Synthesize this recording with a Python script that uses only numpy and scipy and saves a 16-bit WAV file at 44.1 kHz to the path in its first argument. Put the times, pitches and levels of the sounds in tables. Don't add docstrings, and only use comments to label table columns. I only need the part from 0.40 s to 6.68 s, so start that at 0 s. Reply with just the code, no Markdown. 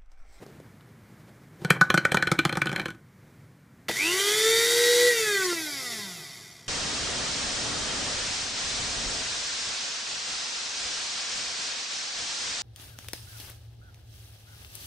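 import sys
import numpy as np
from scipy import signal
from scipy.fft import rfft, irfft, next_fast_len
from scipy.io import wavfile
from scipy.ndimage import uniform_filter1d, map_coordinates

SR = 44100
rng = np.random.default_rng(int(sys.argv[2]) if len(sys.argv) > 2 else 0)


def wav_out(sig):
    wavfile.write(sys.argv[1], SR, np.round(np.clip(np.atleast_2d(sig).T, -1, 1) * 32767).astype(np.int16))


def boost(x):
    u = np.asarray(x, float) / 20
    return 10 ** u


N = 276948
T = np.arange(N) / SR

ON_S, OFF_S = 3.484, 4.686
LET_GO_S = 5.135
MAINS_HZ = 100
TOP_HZ = 15400

# centre in Hz, width in Hz, level in dB.
THUMP = [(148.5, 28.6, 0)]
# centre in Hz, width in Hz, level in dB.
HOLLOW = [(332, 57, 1), (540, 70, -3), (795, 114, -5.5)]
# centre in Hz, width in Hz, level in dB.
RING = [(1193, 187, -10), (1349, 167, -8), (1488.6, 27.3, -2), (1786, 112, -14)]
# centre in Hz, width in Hz, level in dB.
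SHELL = [(2336, 138, 4), (3130, 85, -2.5), (3390, 140, -9), (4174, 180, -8)]


def unit(x):
    return x / np.sqrt(np.mean(x ** 2) + 1e-20)


def peak(x):
    return x / np.abs(x).max()


def along(points, hz):
    f, v = np.transpose(points)
    return np.interp(np.log(hz + 1), np.log(f + 1), v)


def curve(points, silent=-120):
    s, db = np.transpose(points)
    return np.interp(T, s, db, silent, silent)


def wobble(rate):
    at = np.arange(0, N + 32, 32)
    knots = rng.standard_normal(int(N * rate / SR) + 4)
    return np.interp(np.arange(N), at, map_coordinates(knots, [at * rate / SR]))


def filtered(x, response):
    m = next_fast_len(len(x) + 8192)
    return irfft(rfft(x, m) * response(np.fft.rfftfreq(m, 1 / SR)), m)[:len(x)]


def noise(spectrum):
    return filtered(rng.standard_normal(N), lambda hz: boost(along(spectrum, hz)))


def resonance(hz, centre, width):
    return 1j * hz * width / (centre * centre - hz * hz + 1j * hz * width)


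def bump(x, centre, width):
    return 1 / (1 + (2 * (x - centre) / width) ** 2)


def modes(table, scatter_db=0):
    gains = boost(np.transpose(table)[2] + scatter_db * rng.standard_normal(len(table)))

    def response(hz):
        total = 0
        for k, ((centre, width, _), gain) in enumerate(zip(table, gains)):
            total = total + (-1) ** k * gain * resonance(hz, centre, width)
        return total
    return response


def hush():
    # Hz, level in dB per Hz.
    room_spectrum = [(12, -63), (20, -17.5), (78, -10.5), (106, -0.5), (140, 0.5), (342, -14), (439, -17.5),
                     (478, -18), (705, -23), (1230, -23.5), (1540, -22.5), (2270, -25), (2610, -33),
                     (14300, -40.5), (15500, -42.5)]
    # time in seconds, level in dB.
    room_level = [
        (0.0, -51),
        (6.28, -55),
    ]
    return boost(curve(room_level, silent=None) + wobble(4.1)) * unit(noise(room_spectrum))


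def kitchen_echo(x):
    # Hz, decay by 60 dB in seconds.
    walls = [(150, .3), (2000, 0.19), (10000, 0.16)]
    hz, t, z = signal.stft(rng.standard_normal(SR // 2), SR, nperseg=256)
    decay = boost(-60 * t / along(walls, hz)[:, None])
    tail = signal.istft(z * decay, SR, nperseg=256)[1]
    late = np.pad(x, (200, 0))
    return signal.fftconvolve(late, tail / np.linalg.norm(tail))[:N]


def shaking():
    # time in seconds, effort of the shake in dB.
    effort = [
        (1.1, -75),
        (1.238, -57),
        (1.298, -37),
        (1.43, -47),
        (1.75, -41),
        (2.05, -41),
        (2.244, -45),
        (2.37, -35.5),
        (2.5, -54),
        (2.65, -74),
    ]
    # time in seconds, level in dB.
    rustle = [
        (0.0, -52.5),
        (0.06, -49),
        (0.3, -68.5),
        (0.92, -59),
        (1.1, -63),
        (1.2, -51.5),
        (1.245, -49),
    ]
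    effort_db = curve(effort)
    scuff_db = 1.3 * (effort_db + 42.5) - 41

    slips = boost(4.5 * wobble(90)) * rng.standard_normal(N)
    scuff = 1.2 * unit(filtered(slips, modes(np.array(RING) * [1, 2.5, 1])))
    scuff += 0.35 * unit(filtered(slips, modes(SHELL)))
    scuff += 0.8 * unit(filtered(slips, modes(HOLLOW)))
    scuff = unit(scuff + 0.025 * slips)

    rumble = unit(boost(3.2 * wobble(30.1)) * filtered(rng.standard_normal(N), modes(THUMP)))
    skin_spectrum = [(150, -21), (350, 12.0), (1500, -6), (5000, -13), (14000, -21)]  # (Hz, dB)
    skin = unit(boost(3.9 * wobble(35)) * noise(skin_spectrum))
    return boost(effort_db - 0.3) * rumble + boost(scuff_db - 1.5) * scuff + boost(curve(rustle) - 2.0) * skin


def button():
    # start in seconds, peak in dB, low push in dB, length
    # in seconds.
    clicks = [
        (0.029, -43, 9, 0.015),
        (0.064, -41, 8, 0.0055),
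        (0.2, -38.5, 4.5, 0.0088),
        (0.409, -42, -9, .005),
        (3.487, -12.5, -7.5, 0.0075),
        (3.494, -14.5, 3, 0.014),
        (3.513, -19.5, -14.5, 0.0043),
        (4.27, -35, -29, 0.013),
        (4.365, -27, -5.5, .015),
              (5.126, -30, 5, .012),
    ]
    out, t = np.zeros(N + SR), np.arange(SR // 10) / SR
    for s, db, low_db, length in clicks:
        burst = boost(-25 * t / length) * rng.standard_normal(len(t))
        snap = filtered(burst, modes([(1880, 2700, 5.0), (4670, 3000, -0.5), (9000, 13000, -12.0)]))
        push = filtered(burst, modes([(316, 270, 9.5), (650, 1300, 2)]))
        out[round(s * SR):][:len(t)] += boost(db) * (peak(snap) + boost(low_db) * peak(push))
    return out[:N]


def blow(t, t60):
    burst = boost(-60 * t / t60) * rng.standard_normal(len(t))
    burst[:2] = 1.66
    late = rng.integers(130, 300)
    burst[late:] += rng.uniform(0.13, 0.64) * burst[:-late]
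    return burst


def knock(t, db, flat_db, ring_db, damping):
    # Hz, level in dB.
    crack_spectrum = [(3000, 0), (5600, 3.5), (8800, -1), (12000, -9), (15500, -30)]
    thump_db = -0.5 + 1.05 * flat_db
    hollow_db = 1.54 + 0.86 * flat_db
    crack_db = 0.6 + 0.96 * flat_db + 0.28 * (db + 14.5)

    thump = peak(filtered(blow(t, 0.016), lambda hz: modes(THUMP)(hz) / (1 + 1j * hz / 300)))
    hollow = peak(filtered(blow(t, 0.016), modes(HOLLOW, scatter_db=1.5)))
    cup = modes(np.array(RING) * [1, damping, 1], scatter_db=0.5)
    ring = peak(filtered(blow(t, 0.011), lambda hz: cup(hz) * (1j * hz / (1100 + 1j * hz)) ** 2))
    shell = peak(filtered(blow(t, 0.0078), modes(SHELL, scatter_db=1.6)))
    settle = blow(t, 0.017) + boost(-17.5 + 0.4 * flat_db) * blow(t, 0.07)
    crack = peak(filtered(settle, lambda hz: boost(along(crack_spectrum, hz)) * (hz > 2900)))

    body = shell + boost(thump_db + 8.0) * thump + boost(hollow_db + 6.5) * hollow
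    return boost(db) * (body + boost(ring_db + 5.5) * ring + boost(crack_db + 7.5) * crack)


def lid():
    # start in seconds, peak in dB, flatness in dB, ring in dB.
    knocks = [(1.2181, -51, 8, -3.5), (1.2479, -25, -3, -4), (1.3041, -6.5, -14.5, -4),
              (1.4122, -15.5, -9, 7), (1.502, -11.5, -18, -3), (1.5417, -23, -0.5, 7),
              (1.576, -9.5, -20, -6), (1.6513, -12.5, -16.5, -3), (1.719, -14, -15.5, -7.5),
              (1.7444, -22, 0, 4), (1.7707, -11.5, -22, -7.5), (1.8252, -12.5, -21, -4),
              (1.8716, -16.5, -17.5, -7), (1.9163, -15, -10, -5), (1.99, -8, -21.5, -11.5),
              (2.0515, -14, -11.5, -4.5), (2.094, -18.5, -20, -8), (2.1261, -19.5, -17, -11),
              (2.154, -26, -14.5, -6), (2.171, -25, -4, -1), (2.2174, -13.5, -20.5, -4)]
    # start in seconds, peak in dB, flatness in dB.
    chatter = [(2.2576, -28, -4.5), (2.2699, -19, -20.5), (2.293, -24.5, -15), (2.316, -26.5, -14),
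               (2.3283, -27.5, -7.5), (2.3612, -17, -22), (2.379, -30, -16), (2.397, -18.5, -21),
               (2.416, -34.5, -8), (2.4571, -20.5, -16.5), (2.483, -30.5, -10), (2.504, -33.5, -8.5),
               (2.5481, -56, 4)]
    # time in seconds, factor on the ring widths.
    grip = [
        (1.2, 1.27),
        (2.0, 1.3),
        (2.3, 1.75),
    ]
    out, t = np.zeros(N + SR), np.arange(SR // 6) / SR
    ringing_chatter = [(s, db, flat_db, -1.8 + 0.34 * flat_db) for s, db, flat_db in chatter]
    for s, db, flat_db, ring_db in knocks + ringing_chatter:
        start = round(s * SR)
        damping = np.interp(s, *np.transpose(grip))
        out[start:][:len(t)] += knock(t, db, flat_db, ring_db, damping)
        swell = boost(-60 * t[::-1] / 0.022) * rng.standard_normal(len(t))
        out[start - len(t):start] += boost(db - 13) * peak(filtered(swell, modes(SHELL)))
    return filtered(out[:N], lambda hz: 1 - resonance(hz, 2760, 220))


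def rotor():
    top_speed = 502.06
    friction, drag = 202.8, 0.295
    powered = np.clip(T - ON_S, 0, OFF_S - ON_S)
    up = top_speed - 191.2 * np.exp(-powered / 0.47) - 186.6 * np.exp(-powered / 0.123)
    return (up + friction / drag) * np.exp(-drag * np.maximum(T - OFF_S, 0)) - friction / drag


def level_law(row, speed, live, free):
    db, slope_db, coast_db, free_db = row
    return db + slope_db * np.log2(speed / 480) + coast_db * (1 - live) + free_db * free


def tone(k, turn, step=0):
    return np.sqrt(2) * np.sin(k * turn + step * 2 * np.pi * MAINS_HZ * T + rng.uniform(0, 2 * np.pi))


def order_gains(speed, live, free):
    multiples = (1, 2, 3, 4, 5, 6, 7, 8, 10, 16)
    # dB at full speed, dB per octave of speed, coasting dB,
    # lid let go dB, flutter in dB.
    order_levels = [(-28, 8.5, 0.7, -6, -0.37), (-50, 3, -2.5, -3, 2.5), (-40, 8.5, -2.5, -9, 2),
                    (-37.5, 16.5, 6, -17, 2.5), (-42.5, 13, -2, -0.5, 4.5), (-44, 16, 0, -4, 5.5),
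                    (-49.5, 16.5, 1.5, 4, 5.5), (-35, 10, -6.5, 1, 1), (-47.5, 3, -6, -4, 4.5),
                    (-49.5, -1.5, -4, -3.5, 2)]
    # centre in Hz, width in Hz, lift in dB.
    way_out = [(258, 58, -14.5), (428.3, 20, -4.5), (454, 25, 1), (694, 36, 10), (850, 29, -4),
               (1070, 70, 5.5), (1510, 61, 4), (1971, 100, 11), (2262, 86, 5.5), (3030, 230, -15.5),
               (3126, 72, 13), (3627, 240, 6), (4580, 280, 10.5), (7132, 540, 11.5)]
    sink_db = 13 * np.minimum(np.log2(speed / 212), 0)
    looseness = 1.83 + (1 - 1.83) * live
    coarse = slice(None, None, 64)
    gain = {}
    for k, (*row, flutter_db) in zip(multiples, order_levels):
        lift_db = sum(db * bump(k * speed[coarse], c, w) for c, w, db in way_out)
        flutter = flutter_db * looseness * (0.94 - wobble(16) ** 2)
        level_db = level_law(row, speed, live, free) + np.interp(T, T[coarse], lift_db)
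        gain[k] = boost(level_db + sink_db + flutter)
    gain[1] = gain[1] * boost(3.7 * live * np.clip((speed - 410) / 30, 0, 1))
    return gain


def shaft_tones(gain, turn):
    # multiple of the turn, level in dB.
    whirl_orders = [(.73, 0), (2.72, -5.5), (3.28, 2), (5.72, 1)]
    whirl = (T > 4.265) * np.exp(-np.maximum(T - OFF_S, 0) / 0.078)
    orders = 0
    for k in gain:
        if k != 8:
            orders = orders + gain[k] * boost(-9 * whirl * (k in (3, 5))) * tone(k, turn)
    orders = orders * boost(-10 * np.exp(-((T - ON_S) / 0.17) ** 2))
    precession = sum(boost(db + 2.5 * wobble(12)) * tone(k, turn) for k, db in whirl_orders)
    return orders + boost(-48.5) * whirl * precession


def magnetic_tones(slot_gain, turn, speed, live):
    # multiple of the turn, mains steps, level in dB.
    beat_lines = [(2, -1, -41), (2, 1, -39.5), (3, -1, -39), (4, 0.94, -45.5), (7, 0.93, -28),
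                  (9, 0.93, -30), (10, -1.2, -38), (10, 1, -37.5)]
    since = np.maximum(T - 3.55, 0) / 0.091
    torque = np.minimum(10 * since, 1) * boost(11.5 * since * np.exp(1 - since))
    depth = (0.56 + 0.5 * np.exp(-since / 2.5)) * live
    slot_lines = [(-1.5, -11.5), (1.8, -1.5), (2.0, -28), (5, -27)]  # (mains steps, dB)
    ripple = sum(boost(db + 0.88 * wobble(4.2)) * tone(8, turn, step) for step, db in slot_lines)
    pulsing = tone(8, turn) * (1 + depth * np.cos(2 * np.pi * MAINS_HZ * T))
    slots = slot_gain * torque * (pulsing + 0.45 * live * ripple)
    beats = sum(boost(db + 1.7 * wobble(5.32)) * tone(k, turn, step) for k, step, db in beat_lines)
    return slots + live * np.minimum(since, 1) * boost(-14.5) * (speed / 480) ** 0.78 * beats


def commutator(turn, speed, drift):
    order = np.arange(161)
    rows = np.arange(int(N * drift / SR) + 1)
    audible = order * speed[(rows * SR / drift).astype(int), None] < TOP_HZ
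    unclaimed = (order > 6) & ~np.isin(order, (7, 8, 10, 16))
    phase = rng.uniform(0, 2 * np.pi, len(order))
    size = unclaimed * audible * boost(3.3 * rng.standard_normal(audible.shape))
    tracks = irfft(size * np.exp(1j * phase), 1024, axis=1)
    tracks /= tracks.std(axis=1, keepdims=True)
    place = (turn / (2 * np.pi) * tracks.shape[1] + 0.27 * wobble(150)) % tracks.shape[1]
    return map_coordinates(tracks, [np.arange(N) * drift / SR, place], mode="grid-wrap")


def casing(hz, ripple_db):
    # centre in Hz, width in Hz, lift in dB.
    resonances = [(720, 46, -1), (1983, 220, 6.5), (2810, 55, -35), (3570, 150, 7), (4390, 136, 3),
                  (4820, 440, 1), (6970, 610, -1.5), (10450, 950, 3)]
    fine = map_coordinates(rng.standard_normal(200), [hz / 115])
    lift_db = sum(db * bump(hz, c, w) for c, w, db in resonances)
    return boost(ripple_db * fine / (1 + (hz / 7000) ** 4) + lift_db)


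def brushes_and_air(turn, speed, live, free):
    # Hz, level in dB per Hz.
    body_pressed = [(120, -57), (200, -31), (408, 0), (440, -1.5), (592, -15.5), (954, -14.5), (1980, 3),
                    (2290, 0.5), (2910, 0.5), (3580, -3.5), (7000, -11), (9100, -36), (15400, -120)]
    # Hz, level in dB per Hz.
    body_free = [(240, -24), (400, -3.5), (546, -20), (677, -5), (1040, -16), (1220, -8), (1550, -13),
                 (2010, -3.5), (2780, -8), (3580, -7), (7000, -11), (9100, -22), (15400, -120)]
    # Hz, level in dB per Hz.
    air_pressed = [(2650, -27.5), (4500, -6), (5720, -5.5), (7130, -3.5), (8710, -6.5), (10300, -8.5),
                   (14200, -15), (15300, -16.5)]
    # Hz, level in dB per Hz.
    air_free = [(2650, -44), (4500, -6.5), (5360, 0.5), (6000, -10), (7170, -4), (8620, -11.5), (11000, -4),
                (12800, -12), (13800, -12), (15300, -18.5)]
    mains = 2 * np.pi * MAINS_HZ * T
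    gate = boost(3.2 * np.cos(turn) + 1.3 * live * np.cos(mains) + 0.79 * wobble(40))
    comb = boost(np.where(T < OFF_S, -9, -1.5)) * commutator(turn, speed, drift=16)
    comb = comb * np.clip(speed / 200, 0, 1) * np.sqrt(300 / np.maximum(speed, 300))
    rub = filtered(gate * rng.standard_normal(N), lambda hz: casing(hz, ripple_db=4.0))
    rub += filtered(comb, lambda hz: casing(hz, ripple_db=4.5))

    def shaped(spectrum):
        x = unit(filtered(rub, lambda hz: boost(along(spectrum, hz))))
        return x / np.sqrt(np.abs(uniform_filter1d(x ** 2, 4000)) + 1e-9)

    whirr = (1 - free) * shaped(body_pressed) + free * shaped(body_free)
    hiss = (1 - free) * shaped(air_pressed) + free * shaped(air_free)
    inrush = np.exp(-np.abs(T - ON_S) / 0.021)
    whirr_db = level_law((-27, 6, -2.5, -3.5), speed, live, free) + 14 * inrush
    hiss_db = level_law((-30, 9, -3.5, -2.5), speed, live, free) + 2 * inrush
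    swell_db = free * 4.3 * bump(speed, 226, 64)
    return whirr * boost(whirr_db + swell_db - 3.5) + hiss * boost(hiss_db + 0.6 * swell_db + 1.5)


def motor():
    speed, on = rotor(), T > ON_S
    turn = 2 * np.pi * np.cumsum(speed * (1 + 0.001158 * wobble(60))) / SR
    live = np.clip((OFF_S + 0.014 - T) / 0.022, 0, 1) * on
    free = np.clip((T - LET_GO_S) / 0.01496, 0, 1)
    gain = order_gains(speed, live, free)
    tones = shaft_tones(gain, turn) + magnetic_tones(gain[8], turn, speed, live)
    return on * (tones + brushes_and_air(turn, speed, live, free))


def scene():
    hits, whine = lid() + button(), motor()
    echo = boost(-12.5) * kitchen_echo(hits) + boost(-12.0) * kitchen_echo(whine)
    mono = hits + whine + echo + shaking() + hush()
    return np.array([mono, mono])


def roll_off(x):
    return signal.sosfilt(signal.butter(12, 16480, fs=SR, output="sos"), x)


def record(dry):
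    # middle in seconds, centre in Hz,
    # level in dB.
    puffs = [
        (5.03, 10400, -55),
        (5.055, 5160, -41),
        (5.08, 10500, -56),
        (5.145, 9000, -49),
        (5.188, 10200, -55),
        (5.24, 5200, -55),
        (5.24, 7600, -56),
        (6.12, 5900, -65),
    ]
    mono = dry[0] / (1 + np.abs(dry[0] / 0.8) ** 4) ** (1 / 4)
    mono = filtered(mono, lambda hz: (1j * hz / (35 + 1j * hz)) ** 2 * (hz < TOP_HZ))
    side, fade = np.zeros(N), np.hanning(2048)
    wide = 1.22
    for s, mid_hz, db in puffs:
        hissing = rng.standard_normal(len(fade))
        band = filtered(hissing, lambda hz: (hz > mid_hz / wide) & (hz < mid_hz * wide))
        side[round(s * SR) - len(fade) // 2:][:len(fade)] += boost(db + 9) * unit(band) * fade
    return roll_off(np.array([mono + side, mono - side]))


dry = scene()
out = record(dry)
wav_out(out)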